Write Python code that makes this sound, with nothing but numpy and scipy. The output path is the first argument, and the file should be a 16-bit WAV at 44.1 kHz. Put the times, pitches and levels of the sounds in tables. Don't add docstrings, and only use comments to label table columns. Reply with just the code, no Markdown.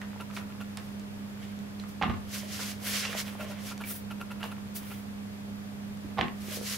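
import sys
import numpy as np
from scipy import signal
from scipy.fft import rfft, irfft, next_fast_len
from scipy.io import wavfile

SR = 44100
rng = np.random.default_rng(int(sys.argv[2]) if len(sys.argv) > 2 else 0)


def wav_record(signal):
    frames = np.transpose(np.atleast_2d(signal))
    bounded = np.clip(frames, -1, 1)
    quanta = np.round(bounded * 32767).astype(np.int16)
    wavfile.write(sys.argv[1], SR, quanta)


N = 298557

# (frequency [Hz], relative density [dB per Hz])
AIR_COLOUR = [(20, -33), (35, -32), (60, -7), (90, -14), (150, -9), (280, -21), (340, -16.5), (450, -18.5),
              (870, -22), (1700, -24.5), (4000, -31.5), (9000, -39), (12500, -38.5), (16000, -45)]
# (frequency [Hz], likeness [-1 to 1])
AIR_LIKENESS = [(25, .4), (60, -0.26), (180, -0.18), (550, -0.1), (1650, -0.26), (5000, -0.36),
                (15000, -0.085)]
AIR_DB = -46.5

# (frequency [Hz], mean level before trim and balance [dB rms], lag of the left [rad])
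HUM_PARTIALS = [(33.9, -65, .6), (100, -51, .3), (135.7, -60, .55), (200, -57, .3), (203.5, -40, .13),
                (271.3, -61, 0), (300, -63, .2), (400, -65, .3), (407, -66, .1), (463, -67, .2),
                (509, -68, .2), (608.6, -65, .2), (710, -69, .2)]
# (frequency [Hz], width of each of two passes [Hz], level before trim and balance [dB rms])
CASE_RESONANCES = [(100, 58, -54.5), (192.6, 29, -55), (253.3, 51, -55), (610, 170, -76)]
APPLIANCE_BALANCE_DB = -4

KITCHEN_T60_S, WALL_CUT_HZ = 0.32, 4600
CUTOFF_HZ = 15750

# (time [s], level [dB])
MOTOR_STEPS = [(0.207, -35.5), (0.4106, -45), (0.5, -52), (0.61, -38), (3.4063, -35.5), (3.5128, -40),
               (3.712, -38), (3.8114, -35.5), (3.9055, -46), (4.111, -37.5), (4.2118, -36.5),
               (4.3148, -36.5), (4.407, -42), (4.517, -39.5), (4.9143, -39)]
# (frequency [Hz], level [dB], t60 [s])
LENS_MODES = [(976, -10.5, 0.084), (1200, 10.5, 0.0029), (1380, 0, 0.037), (2680, 3.5, 0.009),
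              (3920, -0.5, 0.0015), (5540, -35, .006), (10950, -1, 0.0027)]

# (time [s], level [dB], pitch [Hz], t60 [s])
PATS_AND_SCUFFS = [(2.432, -33.5, 604, .03), (3.094, -36, 510, .035), (3.15, -27.5, 614, 0.031),
                   (3.396, -36, 622, .07), (3.429, -35.5, 623, .06), (3.478, -45, 620, .08),
                   (3.499, -39.5, 584, .12), (6.046, -34, 285, .08), (6.089, -44, 407, 0.048),
                   (6.484, -27.5, 301, 0.012), (6.516, -35.5, 590, 0.031), (6.572, -28, 462, 0.017),
                   (6.613, -29.5, 494, 0.018)]

# (time [s], level [dB])
GRIP_LEVELS = [(0, -45), (.45, -50), (.9, -51), (1.299, -56), (1.9, -58), (2.3, -53), (3.3, -42),
               (4.0, -54), (4.5, -45), (5.0, -61), (5.3, -70), (6.77, -46)]
CRACKLES_PER_S, CRACKLE_CYCLES, CRACKLE_SPREAD_DB = 90, 5.1, 4.0

# (time [s], level [dB], pitch [Hz], treble re level [dB], t60 [s])
FOLD_SNAPS = [(0.016, -30, 1860, -11, 0.011), (0.131, -36, 1560, -18, 0.005),
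              (0.161, -34.5, 902, -19, .008), (0.302, -37, 1320, -15, 0.0095),
              (0.366, -26.5, 2480, -16, .006), (0.373, -27.5, 1270, -21, 0.011),
              (0.772, -26, 2020, 2, 0.0022), (0.996, -48.5, 4000, 7, .004), (1.448, -53, 1500, -3, 0.0072),
              (1.59, -51.5, 1350, 11, .008), (1.798, -40, 4060, -1, 0.016), (1.838, -34, 1340, -14, 0.0074),
              (2.593, -28.5, 1450, -21, 0.011), (2.602, -29.5, 1480, -11, 0.0095),
              (3.052, -24, 2760, -20, 0.027), (3.13, -25, 1680, -14, .007), (3.445, -40, 2170, 2, 0.009),
              (3.778, -45.5, 2390, 13.5, 0.0082), (3.838, -31, 2305, -20, 0.045),
              (3.873, -39, 2450, -3, 0.015), (4.43, -28.5, 2870, -19, 0.027),
              (4.429, -28, 1600, -18, 0.0099), (4.44, -22, 1030, -12, .005), (4.606, -44, 1110, -17, .008),
              (4.832, -39, 1080, -4, 0.0049), (5.973, -46, 1090, 0, .008)]
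SNAP_PAN_DB = -4.5

# (fastest motion [s], rise [s], fall [s],
# cloth swish [dB], skin drag re swish [dB], fine hiss re swish [dB])
HAND_STROKES = [(0.04, 0.046, 0.089, -73, 6, -2), (0.365, .05, 0.06, -51, -6, -2.5),
                (0.80, 0.027, 0.21, -61, -3, -1), (1.43, 0.045, 0.15, -61.5, 7.5, -6),
                (1.892, .02, 0.043, -53, -10, -0.5), (2.373, 0.1, 0.12, -41, -2.5, -4.5),
                (2.53, 0.091, 0.081, -43.5, -2, -7.5), (2.635, 0.12, .14, -38.5, -2.5, -5),
                (2.885, 0.079, 0.14, -37.5, -0.5, 0), (2.957, 0.061, 0.13, -29, -2.5, -8),
                (3.05, 0.055, 0.067, -40, 1.5, -14), (3.11, 0.055, 0.16, -47, 5, -4.5),
                (3.191, 0.071, 0.08, -39, -1.5, -4), (3.27, .07, 0.13, -47.5, 3.5, -1.5),
                (3.42, 0.071, .06, -54, 5, 2), (3.47, 0.18, 0.48, -71, 20.5, -8),
                (3.51, .05, 0.05, -46.5, -3, -4.5), (3.685, 0.12, 0.076, -45.5, -3.5, -4),
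                (3.901, 0.061, 0.1, -49.5, -1.5, 9), (3.965, 0.054, .06, -55.5, -6, 8),
                (4.447, 0.034, 0.084, -55, 5, 3), (4.762, 0.02, 0.046, -48, -4.5, 6.5),
                (4.92, 0.21, 0.15, -58.5, 3, 4.5), (6.43, .08, 0.11, -52.5, -2, -2),
                (6.52, 0.097, 0.084, -43, -0.5, -2), (6.57, 0.093, .035, -40.5, -10, -3),
                (6.731, .14, 0.065, -35, -5.5, -4.5)]
# (frequency [Hz], width [Hz], level [dB])
CLOTH_RESONANCES = [(4030, 3300, -6.5), (5480, 2630, 1), (6350, 4250, -5.5)]
# (frequency [Hz], width [Hz], level [dB])
SKIN_RESONANCES = [(1370, 410, 9), (2420, 560, 7), (2730, 1870, 3.5)]
# (frequency [Hz], width [Hz], level [dB])
RUSTLE_RESONANCES = [(660, 360, 12.5), (435, 600, 9.5), (1070, 140, 9)]
SWELL_POWER = 1.63
RUSTLE_DB, RUSTLE_SLOPE = -9.5, 0.43
SHEEN_DB, SHEEN_SLOPE = -3, 0.6

# (time [s], wires [dB], crack [dB], table thud [dB])
MOULD_CONTACTS = [(2.0137, -20, -28, -30), (2.0244, -27, -8, -46), (2.0309, -18.5, -18, -33),
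                  (2.0376, -25, -37, -45), (2.054, -46, -38, -26.5), (2.061, -31, -44, -44),
                  (2.078, -30, -38, -30), (2.097, -23, -23, -31), (2.11, -35, -45, -50),
                  (2.138, -32.5, -31, -30), (2.17, -43, -35, -66), (6.173, -28.5, -38, -45),
                  (6.1833, -22, -16, -46), (6.19, -22.5, -16, -30), (6.2111, -24, -4.5, -28.5),
                  (6.218, -32, -29, -44), (6.228, -30, -40, -28.5), (6.239, -29, -46, -54),
                  (6.253, -36, -42, -33), (6.282, -34, -22, -41)]
# (frequency [Hz], level [dB], t60 [s])
WIRE_MODES = [(444, -12.5, 0.02), (707, -5.5, 0.031), (758, 2, 0.018), (830, -1.5, 0.037),
              (975, -9.5, 0.013), (1090, -2.5, .025), (1189, -4.5, 0.027), (1285, -9.5, 0.023),
              (1430, -14, 0.018)]
# (frequency [Hz], level [dB], t60 [s])
CROSSING_MODES = [(1840, -5.5, 0.0054), (2780, 1.5, 0.0016), (3660, -5, .002)]
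# (frequency [Hz], level [dB], t60 [s])
TABLE_MODES = [(155, -5.5, 0.13), (205, 2, 0.025), (234.5, -4, 0.11), (326, -4, 0.018), (407, -18, 0.1)]
# (time [s], level [dB])
RACK_SWAYS = [(2.03, -35.5), (2.087, -32), (2.124, -44), (2.252, -47), (6.045, -50), (6.19, -36),
              (6.23, -46)]
# (frequency [Hz], level [dB], t60 [s])
FEET_MODES = [(74.2, -14, 1), (86, 8, 0.13)]
RATTLE_DB, RATTLE_T60_S = -3.5, 0.078


def from_db(db):
    return 10 ** (np.asarray(db) / 20)


def rms_one(x):
    return x / np.sqrt(np.mean(x ** 2) + 1e-20)


def pan(x, db):
    return np.array([x * from_db(db / 2), x * from_db(-db / 2)])


def at_hz(points, hz):
    point_hz, value = np.transpose(points)
    return np.interp(np.log(hz), np.log(point_hz), value)


def drift(rate_hz):
    r = np.exp(-80 * np.pi * rate_hz / SR)
    white = rng.standard_normal(N // 40 + 2002)
    slow = signal.lfilter([1], [1, -2 * r, r * r], white)[2000:]
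    return np.interp(np.arange(N) / 40, np.arange(len(slow)), rms_one(slow - slow.mean()))


def ring(clicks, hz, t60):
    r, w = from_db(-60 / (t60 * SR)), 2 * np.pi * hz / SR
    return signal.lfilter([0, np.sin(w)], [1, -2 * r * np.cos(w), r * r], clicks + 1e-18)


def resonance(x, hz, width_hz):
    r = np.exp(-np.pi * width_hz / SR)
    poles = [1, -2 * r * np.cos(2 * np.pi * hz / SR), r * r]
    return signal.lfilter([(1 - r * r) / 2, 0, (r * r - 1) / 2], poles, x)


def band(x, low_hz, high_hz):
    return signal.sosfilt(signal.butter(2, [low_hz, high_hz], "band", fs=SR, output="sos"), x)


def soft(x, hz):
    return signal.sosfilt(signal.butter(2, hz, fs=SR, output="sos"), x)


def strike(times, levels_db, modes, spread_db):
    at, out = (np.array(times) * SR).astype(int), np.zeros(N)
    luck = rng.standard_normal((len(at), len(modes)))
    for k, ((hz, level_db, t60), scatter) in enumerate(zip(modes, luck.T)):
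        clicks = np.zeros(N)
        clicks[at] = from_db(levels_db + level_db + spread_db * scatter)
        out += (-1) ** k * ring(clicks, hz, t60)
    return out


def puffs(times, levels_db, t60):
    starts = np.zeros(N)
    starts[(np.array(times) * SR).astype(int)] = from_db(levels_db)
    envelope = signal.lfilter([1], [1, -from_db(-60 / (t60 * SR))], starts + 1e-18)
    return envelope * rng.standard_normal(N)


def alike_pair(alike):
    mid, side = rng.standard_normal((2, N))
    return np.sqrt((1 + alike) / 2) * mid + np.sqrt((1 - alike) / 2) * side * [[1], [-1]]


def air():
    out, edges = 0, 20 * 2 ** np.arange(0, 10, .5)
    together = 0.067 * drift(45.0)
    white = rng.standard_normal((2, 2, N))
    for k, (low, high) in enumerate(zip(edges, edges[1:])):
        mid, side = band(white[k % 2], low, high)
        hz = np.sqrt(low * high)
        alike = at_hz(AIR_LIKENESS, hz)
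        gain = from_db(at_hz(AIR_COLOUR, hz) + 0.27 * drift(9.9) + together)
        out = out + gain * (np.sqrt(1 + alike) * mid + np.sqrt(1 - alike) * side * [[1], [-1]])
    mid, side = band(white[1], edges[-1], 15000)
    top_gain = from_db(at_hz(AIR_COLOUR, edges[-1]) + together)
    out = out + top_gain * (mid + side * [[1], [-1]])
    return from_db(AIR_DB) * rms_one(out)


def appliance():
    t, out = np.arange(N) / SR, np.zeros((2, N))
    for hz, level_db, lag in HUM_PARTIALS:
        phase = 2 * np.pi * (hz * t + rng.random())
        height = np.sqrt(2) * from_db(level_db + 1.44 * drift(26.0))
        out += height * np.array([np.sin(phase - lag), np.sin(phase)])
    noise = alike_pair(0.046)
    for hz, width_hz, level_db in CASE_RESONANCES:
        rumble = resonance(resonance(noise, hz, width_hz), hz, width_hz)
        out += from_db(level_db) * rms_one(rumble)
    return pan(0.84, APPLIANCE_BALANCE_DB)[:, None] * out


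def kitchen(x):
    size = next_fast_len(N + SR)
    hz = np.arange(size // 2 + 1) * SR / size
    lags = rng.uniform(.008, .03, (2, 6))
    out = np.zeros((2, size // 2 + 1), complex)
    for side in range(2):
        for k, lag in enumerate(lags[side]):
            loss = from_db(-60 * lag / KITCHEN_T60_S) / (1 + 1j * hz / WALL_CUT_HZ)
            loop = loss * np.exp(-2j * np.pi * hz * lag)
            out[side] += (-1) ** k * loop / (1 - loop)
    for lag in (.0013, .0037):
        delay = np.exp(-2j * np.pi * hz * lag)
        out *= (delay - .6) / (1 - 0.37 * delay)
    return irfft(out * rfft(x, size), size)[:, :N]


def focus_motor():
    s, level = np.transpose(MOTOR_STEPS)
    t = np.arange(N) / SR
    envelope = sum(from_db(db) * np.exp(-((t - at - .0035) / 0.012) ** 2) for at, db in MOTOR_STEPS)
    meshing = rng.random(N) < 3500 / SR
    teeth = envelope * rng.standard_normal((len(LENS_MODES), N)) * meshing
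    grind = np.zeros(N)
    for grains, (hz, mode_db, t60) in zip(teeth, LENS_MODES):
        grind += from_db(mode_db - 15.5) * ring(grains, hz, t60)
    knock = strike(s + 0.0012, level - 6.5, LENS_MODES, spread_db=4.0)
    chatter = band(puffs(s, level - 16, 0.13), 2900, 17000)
    return grind + knock + chatter


def pats_and_scuffs():
    out = np.zeros(N)
    for s, level_db, hz, t60 in PATS_AND_SCUFFS:
        click = np.zeros(N)
        click[int(s * SR)] = from_db(level_db)
        out += ring(click, hz, t60)
    return soft(out, 1500)


def crackle():
    s, level_db = np.transpose(GRIP_LEVELS)
    excess_db = CRACKLE_SPREAD_DB * np.minimum(rng.exponential(1, N), 4.0)
    sizes = from_db(excess_db) * (rng.random(N) < CRACKLES_PER_S / SR)
    pitches, dealt = np.geomspace(850, 3000, 8), rng.integers(0, 8, N)
    grains = sum(ring(sizes * (dealt == k), hz, CRACKLE_CYCLES / hz) for k, hz in enumerate(pitches))
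    return from_db(np.interp(np.arange(N) / SR, s, level_db)) * grains


def snaps():
    out = np.zeros(N)
    for s, level_db, hz, treble_db, t60 in FOLD_SNAPS:
        at = int(s * SR)
        click = np.zeros(min(4000, N - at))
        click[0] = 1
        t = np.arange(len(click)) / SR
        noise = rng.standard_normal(len(click))
        papery = from_db(-4.0) * noise * np.exp(-t / 0.015)
        body = band(ring(click, hz, t60) + papery, hz / 3.8, hz * 1.44)
        spit = from_db(treble_db) * band(noise * np.exp(-t / 0.0012), 1900, 8600)
        out[at:at + len(click)] += from_db(level_db) * (body + spit)
    return out


def stroke_layer(grain, peaks, low_hz, high_hz, alike, pan_db):
    noise = alike_pair(alike) * grain * from_db(1.17 * drift(24.0))
    if peaks:
        noise = sum(from_db(db) * (-1) ** k * resonance(noise, hz, width_hz)
                    for k, (hz, width_hz, db) in enumerate(peaks))
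    return pan(0.93, pan_db)[:, None] * rms_one(band(noise, low_hz, high_hz))


def strokes():
    t, powers = np.arange(N) / SR, np.zeros((5, N))
    grain = from_db(0.17 * drift(80.0) + 1.63 * drift(8.9))
    swish = stroke_layer(grain, CLOTH_RESONANCES, 1700, 12000, alike=0.37, pan_db=1.0)
    drag = stroke_layer(grain, SKIN_RESONANCES, 1850, 3470, alike=0.64, pan_db=-3.6)
    hiss = stroke_layer(grain, None, 8900, 13300, alike=0.16, pan_db=2.0)
    sheen = stroke_layer(grain, None, 14000, 18000, alike=0.13, pan_db=-2.0)
    rustle = stroke_layer(grain, RUSTLE_RESONANCES, 308, 1730, alike=0.94, pan_db=-3.5)
    for s, rise, fall, swish_db, drag_db, hiss_db in HAND_STROKES:
        near = slice(max(int((s - 2 * rise) * SR), 0), int((s + 2 * fall) * SR))
        away = np.where(t[near] < s, (s - t[near]) / rise, (t[near] - s) / fall)
        swell_db = swish_db - 20 * away ** SWELL_POWER
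        rustle_db = RUSTLE_DB + (1 + RUSTLE_SLOPE) * drag_db
        sheen_db = SHEEN_DB + (1 + SHEEN_SLOPE) * hiss_db
        mix_db = np.array([0, drag_db, hiss_db, rustle_db, sheen_db])
        powers[:, near] += from_db(2 * (swell_db + mix_db[:, None]))
    layers = (swish, drag, hiss, rustle, sheen)
    return sum(np.sqrt(power) * sound for power, sound in zip(powers, layers))


def flops():
    s, wires_db, crack_db, thud_db = np.transpose(MOULD_CONTACTS)
    wires = soft(soft(strike(s, wires_db, WIRE_MODES, spread_db=3.5), 2000), 2000)
    crack = band(strike(s, crack_db, CROSSING_MODES, spread_db=1), 1300, 5500)
    loose = from_db(1.0 * drift(130.0))
    wire_rattle = soft(puffs(s + .003, wires_db + RATTLE_DB, RATTLE_T60_S), 2400)
    crack_rattle = puffs(s, crack_db - 15.5, 0.023)
    rattle = soft(band(loose * (wire_rattle + crack_rattle), 650, 4300), 5300)
    thud = band(strike(s, thud_db, TABLE_MODES, spread_db=4), 60, 610)
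    sway_s, sway_db = np.transpose(RACK_SWAYS)
    sway = band(strike(sway_s, sway_db, FEET_MODES, spread_db=2), 45, 160)
    return wires + crack + rattle + thud + sway


def scene():
    background = pan(0.96, -0.23)[:, None] * air() + appliance()
    hand, folds, mould = pats_and_scuffs(), snaps() + crackle(), flops()
    near = pan(focus_motor(), -0.39) + pan(hand, -4.0) + pan(folds, SNAP_PAN_DB) + pan(mould, -5.0)
    echoes = from_db(-11.5) * kitchen(mould + folds + hand)
    return background + echoes + strokes() + near


def record(dry):
    return signal.sosfilt(signal.ellip(12, .5, 75, CUTOFF_HZ, fs=SR, output="sos"), dry)


dry = scene()
out = record(dry)
wav_record(out)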